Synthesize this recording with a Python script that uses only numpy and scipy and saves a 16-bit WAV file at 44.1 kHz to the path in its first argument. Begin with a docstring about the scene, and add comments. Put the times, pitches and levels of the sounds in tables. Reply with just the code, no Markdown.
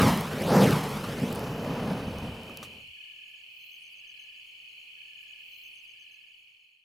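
"""Two burning poi roar twice through the air in an open field at night, slow down, dangle and fade away.
Noise bands make the roar, rush and hiss of the flames; a ground echo sweeps through them with the wick's height.
Random ticks, bursts of noise and soft pops make the crackle, the sparks and the sputtering fuel.
Behind them far crickets chirr; nearer ones trill, chirp, lisp and buzz in a pattern that comes round three times.
The insects are gliding tones, bands of noise and, for the buzz, a stack of high harmonics; they fade at the end."""
import sys
import numpy as np
from scipy import signal
from scipy.fft import rfft, irfft
from scipy.io import wavfile
from scipy.ndimage import map_coordinates

SR = 44100
rng = np.random.default_rng(int(sys.argv[2]) if len(sys.argv) > 2 else 0)


def dump_mix(stems):
    """Bounce the given channels to the path in sys.argv[1] as a 16-bit WAV at rate SR."""
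    frames = np.atleast_2d(stems).T  # one column per channel
    limited = np.clip(frames, -1, 1)  # hard clip at full scale
    pcm = np.round(limited * 32767).astype(np.int16)
    wavfile.write(sys.argv[1], SR, pcm)


N = 301983
TIME = np.arange(N) / SR


def amp(db):
    """Decibels to gain."""
    return 10 ** (np.asarray(db) / 20)


def unit(x):
    """Scales to rms 1."""
    return x / np.sqrt(np.mean(x ** 2) + 1e-20)


def follow(rows):
    """Draws straight lines between (seconds, value) points, read at every sample."""
    return np.interp(TIME, *np.transpose(rows))


def fade(start, end):
    """Gain that falls evenly from 1 to 0 between two times."""
    return np.clip((end - TIME) / (end - start), 0, 1)


def tint(x, spectrum):
    """Colours a sound to rms 1; outside its points the spectrum falls 30 dB an octave."""
    freqs, db = np.transpose(spectrum)
    octave = np.log2(np.fft.rfftfreq(len(x), 1 / SR) + 1)
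    knots = np.log2(freqs)
    outside = abs(octave - np.clip(octave, knots[0], knots[-1]))
    gain = amp(np.interp(octave, knots, db) - 30 * outside)
    return unit(irfft(rfft(x) * gain, len(x)))


def noise(spectrum, size=N):
    """Coloured noise of rms 1."""
    return tint(rng.standard_normal(size), spectrum)


def wander(hz, size=N):
    """Smooth random drift, no faster than about hz, of rms 1 over the whole scene."""
    freqs = np.fft.rfftfreq(N, 1 / SR)
    smooth = irfft(rfft(rng.standard_normal(N)) * np.exp(-(freqs / hz) ** 2), N)
    return unit(smooth)[:size]


def pan(x, db):
    """Places a sound by its left-right level difference; positive is left."""
    sides = amp([[db / 2], [-db / 2]])
    return x * sides / sides.mean()


def add(mix, s, sound):
    """Mixes a sound in at time s, trimmed to the scene."""
    start = round(s * SR)
    sound = sound[..., max(-start, 0):]
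    part = mix[..., max(start, 0):][..., :sound.shape[-1]]
    part += sound[..., :part.shape[-1]]


def swell(s, rise, steep):
    """The rise and slower trailing fall of a sound that is strongest at time s."""
    trail = 1.366  # ratio of fall to rise
    width = np.where(TIME < s, rise, rise * trail)
    return (1 + ((TIME - s) / width) ** 2) ** -steep


def flame_levels():
    """Gains of roar, rush and hiss: the resting flame, a swell for each swing and a low puff for each flap."""
    # Two fast swings, a slack one, then small sways as the poi dangle. Each row: fastest moment in seconds,
    # rise in seconds, then rush of air, low roar and hiss in dB before the layer trims and the fire's fade.
    swings = [(0.008, 0.072, -20.5, -15, -38), (0.59, 0.11, -23, -18.5, -40),
              (0.99, 0.27, -40.5, -41.5, -53), (1.27, 0.07, -43, -46, -58), (1.71, 0.05, -39, -34.5, -64),
              (1.86, 0.12, -40.5, -32, -63)]
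    # Flaps of the flame. Each row: time in seconds, puff level in dB before the roar's trim.
    flaps = [(0.075, -18.5), (0.696, -17), (1.23, -26.5), (1.38, -32.5), (1.51, -30), (1.69, -30.5),
             (2.08, -32.5), (2.259, -29.5)]
    roar_lag, hiss_lag = 0.012, 0.021  # s; the flame trails the wick, so these peak after the rush of air
    roar_steep, rush_steep, hiss_steep = 1.45, 1, 0.85  # exponents of the fall on either side of a swing
    roar, rush, hiss = amp([-36, -39.5, -60])  # a flame burning at rest
    for s, rise, rush_db, roar_db, hiss_db in swings:
        rush = np.hypot(rush, amp(rush_db) * swell(s, rise, rush_steep))
        roar = np.hypot(roar, amp(roar_db) * swell(s + roar_lag, rise, roar_steep))
        hiss = np.hypot(hiss, amp(hiss_db) * swell(s + hiss_lag, rise, hiss_steep))
    puffs = sum(amp(db) * swell(s, 0.016, 1) for s, db in flaps)
    remaining = fade(1.95, 2.93)
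    body = remaining ** 1.4  # roar and rush go faster than the hiss
    return np.hypot(roar * body, puffs), rush * body, hiss * remaining ** 0.72


def wick_height():
    """The wick moves along half a circle from each turning point to the next."""
    # Top and bottom of each circle. Each row: time in seconds, height in metres.
    wick = [(-0.2, 0.29), (0.13, 2.23), (0.575, 0.34), (0.805, 2.16), (1.46, 0.36), (2.6, 0.54)]
    times, heights = np.transpose(wick)
    points = np.arange(len(times))
    turn = np.interp(TIME, times, points)
    eased = np.floor(turn) + np.sin(np.pi / 2 * (turn % 1)) ** 2
    return np.interp(eased, points, heights)


def ground_echo(x, grass_hz=11000):
    """The bounce off the grass, dulled in the treble, makes a comb that sweeps with the wick's height."""
    # The echo is strongest while the compact flame sweeps low over the ground.
    # Each row: time in seconds, echo as a share of the direct sound.
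    echo_strength = [(.1, 0.48), (.3, 0.36), (.5, 0.63), (.68, 0.52), (.8, 0.31), (1.2, 0.44), (2.6, 0.1)]
    lag_ms_per_m = 0.45
    lag = wick_height() * lag_ms_per_m * SR / 1000  # samples
    freqs = np.fft.rfftfreq(N, 1 / SR)
    dulled = irfft(rfft(x) / np.sqrt(1 + (freqs / grass_hz) ** 2), N)
    bounce = map_coordinates(dulled, [np.arange(N) - lag], order=3, mode="nearest")
    strength = np.clip(follow(echo_strength), 0, 1)
    # peaks fall at multiples of 1 / lag, notches between them
    return (x + strength * bounce) / np.sqrt(1 + strength ** 2)


def flames(roar_level, rush_level, hiss_level):
    """Turbulent eddies make roar, rush and hiss flutter together over a deep rumble that rises and sinks slowly."""
    # Colours of the flame, from low to high, and of the faint treble at its sides.
    # Each row: frequency in Hz, relative level in dB per Hz.
    rumble_colour = [(15, -11.5), (35, -12), (60, -4), (90, 0.5), (130, -9)]
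    roar_colour = [(20, -43), (45, -28.5), (80, -18), (115, -8.5), (150, -2.5), (225, -3.5), (280, -8),
                   (350, -19), (600, -44)]
    rush_colour = [(200, -42.5), (340, -5), (450, 2.4), (560, -0.3), (680, -3.5), (900, -5), (1400, -10.5),
                   (2200, -15), (3500, -19.5), (6000, -34)]
    hiss_colour = [(800, -20.5), (2200, 3), (3500, 4.5), (5000, 7), (7000, 2), (10000, 1), (13000, 1.5),
                   (16000, -13)]
    side_colour = [(4000, -9.5), (7000, -11), (9500, 8.5), (12000, -8.5), (15800, -8.5)]
    # Rumble under the flames. Each row: time in seconds, level in dB.
    rumble_level = [(0.06, -40), (0.25, -51.5), (0.6, -48.5), (1.9, -50.5), (2.25, -41), (2.5, -60),
                    (2.85, -64)]
    roar_db, rush_db, hiss_db, side_db = -3, 0, 3, -20  # layer trims
    eddies = wander(53.6)
    fizz = wander(500)
    # flutter depths in dB rms
    roar = unit(noise(roar_colour) * amp(1.0 * eddies)) * roar_level * amp(roar_db)
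    rush = unit(noise(rush_colour) * amp(1.0 * eddies)) * rush_level * amp(rush_db)
    hiss = unit(noise(hiss_colour) * amp(0.9 * eddies + 0.9 * fizz)) * hiss_level * amp(hiss_db)
    rumble = noise(rumble_colour) * amp(follow(rumble_level))
    # a faint treble hiss, separate in each ear, gives the fire some width
    side_hiss = np.array([noise(side_colour), noise(side_colour)]) * hiss_level * amp(side_db)
    return (ground_echo(rumble + roar + rush + hiss) + side_hiss) * fade(2.902, 2.96)


def crackle(hiss_level):
    """Tiny random ticks ride on the hiss; larger sparks and sputters stand out."""
    # Larger sparks from the wicks. Each row: time in seconds, level in dB before the spark trim,
    # 3-7 kHz body against the treble in dB before its cap and lift.
    sparks = [(0.0186, -19, -3), (0.082, -21, -17), (0.1276, -23, -16), (0.1745, -24.5, -10),
              (0.2093, -22.5, -20), (0.4206, -25, -13), (0.4888, -30, -12), (0.7083, -20, -3),
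              (1.3266, -27.5, -3), (1.3502, -29, -14), (1.358, -27, -6), (1.3937, -30, -3),
              (2.185, -35, -1), (2.4334, -40, -1), (2.5723, -28, 8), (2.8736, -54.5, 4)]
    # Colours of a spark's treble and body. Each row: frequency in Hz, relative level in dB per Hz.
    spark_top = [(5000, -22), (9000, -9.5), (13000, -7.5), (16000, -10)]
    spark_body = [(800, -20.5), (2500, -17.5), (4200, 2), (7000, -10.5), (11000, -20)]
    # Short sputters of fuel. Each row: start in seconds, level in dB, decay of the spit in seconds.
    sputters = [(2.496, -43.5, 0.0015), (2.628, -41.5, 0.018), (2.658, -62, 0.0033)]
    ticks_per_s, fine_db, spark_db, spark_s = 110, -9, -9, 0.00052  # spark_s is the time to a spark's peak
    tick_db = 3.1 * np.minimum(rng.exponential(1, N), 3.6)
    ticks = (rng.random(N) < ticks_per_s / SR) * amp(tick_db)
    out = tint(ticks, spark_top) * hiss_level * amp(fine_db)
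    t = np.arange(4096) / SR
    snap = t / spark_s * np.exp(1 - t / spark_s)
    for s, db, body_db in sparks:
        body = amp(min(body_db, 3) + 0.5) * noise(spark_body, size=len(t))
        burst = noise(spark_top, size=len(t)) + body
        add(out, s, amp(db + spark_db) * burst * snap)
    for s, db, decay in sputters:
        add(out, s, sputter(db, decay))
    return out


def trill(length, rate, hz, fall_hz, duty, uneven_db=1.0, stagger=.07, arch=.35):
    """Each closing stroke of the wings rings a short tone that arches and falls as the wing slows."""
    t = np.arange(int(length * SR)) / SR
    force, detune, lateness = rng.standard_normal((512, 3)).T
    late = stagger * np.interp(t * rate, np.arange(len(lateness)), lateness)  # in strokes
    strokes = np.maximum(t * rate + late, 0)
    stroke = strokes.astype(int)
    place = np.minimum(strokes % 1 / duty, 1)  # 0 to 1 through the tone, then silence
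    glide = place - .5 + 2 * arch * (place - .5) ** 2
    pitch = hz * (1 + .007 * detune[stroke]) - fall_hz * glide
    tone = np.sqrt(2) * np.sin(np.pi * place) * np.sin(2 * np.pi * np.cumsum(pitch) / SR)
    return amp(uneven_db * force[stroke]) * tone * np.minimum((length - t) / 0.0022, 1)


def far_crickets(spectrum, pulsed=.2, count=7):
    """Many distant trills at their own pitches and rates melt, with noise, into a band of chirring."""
    voices = 0
    for hz in np.linspace(2300, 3000, count):
        voices = voices + trill(7, rng.uniform(28, 55), hz * rng.uniform(.98, 1.02), 420, .6)[:N]
    return tint(pulsed * unit(voices) + rng.standard_normal(N), spectrum)


def tree_cricket():
    """A steady tree cricket on the left: one unbroken run of wing strokes."""
    strokes = trill(7, 39.6, 3020, 130, .58, uneven_db=1.8, stagger=.03)[:N]
    return pan(strokes, 14)


def night_air():
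    """Still night air: broad noise, partly shared by both ears and partly each ear's own."""
    # Each row: frequency in Hz, relative level in dB per Hz.
    air_colour = [(15, 19), (35, 13.5), (60, 3.5), (105, 15), (200, 6.5), (800, 4.5), (1500, 0.5),
                  (6000, 4.5), (8000, 2.5), (10500, -1), (12800, 2), (16000, -1.5)]
    return noise(air_colour) + np.array([noise(air_colour), noise(air_colour)])


def night():
    """The far chorus, a near tree cricket, the callers and the air share one level curve and slow fade."""
    # Far crickets to the left and to the right. Each row: frequency in Hz, relative level in dB per Hz.
    left_colour = [(1950, -42.5), (2120, -10.5), (2270, -7), (2650, -6.5), (3000, 4), (3300, -3.5),
                   (3550, -17), (3750, -37), (4200, -16), (4700, -20.5), (5400, -40)]
    right_colour = [(1650, -35.5), (1850, -17), (1980, -28.5), (2200, -7.5), (2400, -1), (2550, 4.5),
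                    (2950, -9), (3250, -17.5), (3600, -46), (3950, -20), (5100, -28.5), (5500, -39)]
    # The night chorus swells slowly twice. Each row: time in seconds, level in dB before the fade.
    chorus_level = [(0, -50.5), (3.05, -46.5), (3.25, -48.5), (5.4, -47.5)]
    left_db, right_db, near_db, air_db = -2.5, -0.5, -5, -24  # against the chorus
    far = np.array([amp(left_db) * far_crickets(left_colour), amp(right_db) * far_crickets(right_colour)])
    insects = far + amp(near_db) * tree_cricket() + callers()
    # the fade is still under way when the scene ends
    return (insects + amp(air_db) * night_air()) * amp(follow(chorus_level)) * fade(5.6, 7.03)


def callers():
    """The nearer insects: one pattern of calls that comes round three times."""
    # Trills of falling pulses. Each row: start in seconds, length in seconds, pulses a second,
    # level in dB against the chorus, song.
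    trills = [(3.109, 0.32, 34, -20.5, "quick"), (3.152, 1.6, 20, -28.5, "faint"),
              (3.429, 0.48, 31, -18.5, "quick"), (3.61, 0.11, 38, -31, "thin"),
              (3.599, 0.11, 54, -17, "whirr"), (3.913, 0.54, 16.5, -17, "slow"),
              (4.025, 0.385, 28.4, -23, "low"), (4.14, 0.14, 64, -18, "whirr"),
              (4.16, 0.105, 38, -30, "thin"), (4.442, 0.664, 30, -19, "quick"),
              (4.681, 0.22, 28, -21.5, "whirr"), (4.723, 0.11, 38, -30, "thin"),
              (4.967, 0.47, 27.5, -22, "low")]
    # Songs of the trilling insects. Each entry: pitch in Hz, fall in each pulse in Hz, left-right level in dB.
    songs = {"low": (1735, 150, -14), "quick": (4410, 320, 1), "slow": (4575, 760, 1),
             "faint": (5050, 500, -1), "whirr": (4150, 100, 14), "thin": (12560, 200, 0)}
    # Bouts of evenly spaced chirps from two small crickets. Each row: start in seconds, length in seconds,
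    # seconds between chirps, pitch in Hz, level in dB against the chorus.
    bouts = [(3.144, 0.27, 0.1075, 6740, -22), (3.596, 0.66, 0.1197, 6290, -15.5),
             (4.247, 0.6, 0.1097, 6700, -23)]
    # Lisps of bush crickets. Each row: start in seconds, length in seconds, pitch in Hz,
    # level in dB against the chorus at the lisp's peak.
    lisps = [(3.255, 0.1, 12000, -25), (3.765, 0.12, 9700, -23.5), (3.893, 0.057, 11670, -22),
             (4.185, 0.05, 11300, -25), (4.43, 0.09, 11500, -27)]
    # The calls come round three times: shifts of all the starts in seconds.
    round_shifts = [-2.005, 0, 1.92]
    calls = []
    for s, length, rate, db, song in trills:
        hz, fall_hz, side_db = songs[song]
        duty = min(0.035 * rate, .8)  # a tone lasts 35 ms, or less at fast rates
        calls.append((s, pan(amp(db) * trill(length, rate, hz, fall_hz, duty), side_db)))
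    for s, length, period, hz, db in bouts:
        for delay in np.arange(0, length, period):
            soft_db = -4 if delay == 0 else 0  # a bout starts softly
            calls.append((s + delay, amp(db + soft_db) * chirp(hz)))
    for s, length, hz, db in lisps:
        calls.append((s, amp(db) * lisp(length, hz)))
    calls.append((3.445, amp(-17) * buzz()))
    out = np.zeros((2, N))
    for s, sound in calls:
        for shift in round_shifts:
            add(out, s + shift, sound)
    return out


def chirp(hz, rate=75, fall_hz=560, count=4):
    """A small cricket closes its wings a few times in quick succession."""
    return trill(count / rate, rate, hz, fall_hz, .72, uneven_db=2.0, stagger=0.018)


def lisp(length, hz, width_hz=2500):
    """A bush cricket's short high lisp: a band of noise that swells and sinks."""
    band = [(hz - width_hz, -20), (hz, 0), (hz + width_hz, -20)]
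    hush = noise(band, size=int(length * SR))
    return hush * np.hanning(len(hush))


def buzz(length=0.39, hz=14550, tooth_hz=430, width_hz=750, flutter_db=1.5):
    """A bush cricket's swelling buzz: quick tooth strikes ring a very high wing resonance."""
    t = np.arange(int(length * SR)) / SR
    unsteady = .006 * wander(25, size=len(t)) + 0.003 * wander(400, size=len(t))
    turns = np.cumsum(tooth_hz * (1 + unsteady)) / SR
    teeth = 0
    for k in range(30, 38):  # the harmonics of the strikes near the resonance
        ring = np.exp(-((k * tooth_hz - hz) / width_hz) ** 2 / 2)
        teeth = teeth + ring * np.cos(2 * np.pi * (k * turns + rng.random()))
    loudness = np.interp(t / length, [0, .15, .6, .85, .92], [0, .25, 1, .65, 0])
    return unit(teeth * amp(flutter_db * wander(70, size=len(t)))) * loudness


def sputter(db, decay, pop_hz=1220, pop_s=0.0038, pop_db=7):
    """A pocket of fuel bursts with a soft pop and a short spit."""
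    # Colour of the spit. Each row: frequency in Hz, relative level in dB per Hz.
    spit_colour = [(300, -27), (800, -6), (1200, 0), (1800, -2.5), (4000, -2.5), (7500, -5.5), (12000, -10),
                   (16000, -10)]
    t = np.arange(4096) / SR
    pop = amp(pop_db) * np.sin(2 * np.pi * pop_hz * t) * np.exp(-t / pop_s)
    spit = noise(spit_colour, size=len(t)) * np.exp(-t / decay)
    return amp(db) * (pop + spit) * np.minimum(t / .0005, 1)


def scene():
    """The flames in the centre, the insects spread from left to right."""
    roar, rush, hiss = flame_levels()
    return flames(roar, rush, hiss) + crackle(hiss) + night()


def record(dry):
    """A steep linear-phase low-pass takes away the extreme treble."""
    edge_hz = 16100
    low_pass = signal.firwin(511, edge_hz, window=("kaiser", 9), fs=SR)
    return signal.oaconvolve(dry, low_pass[None], "same")


dry = scene()
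out = record(dry)
dump_mix(out)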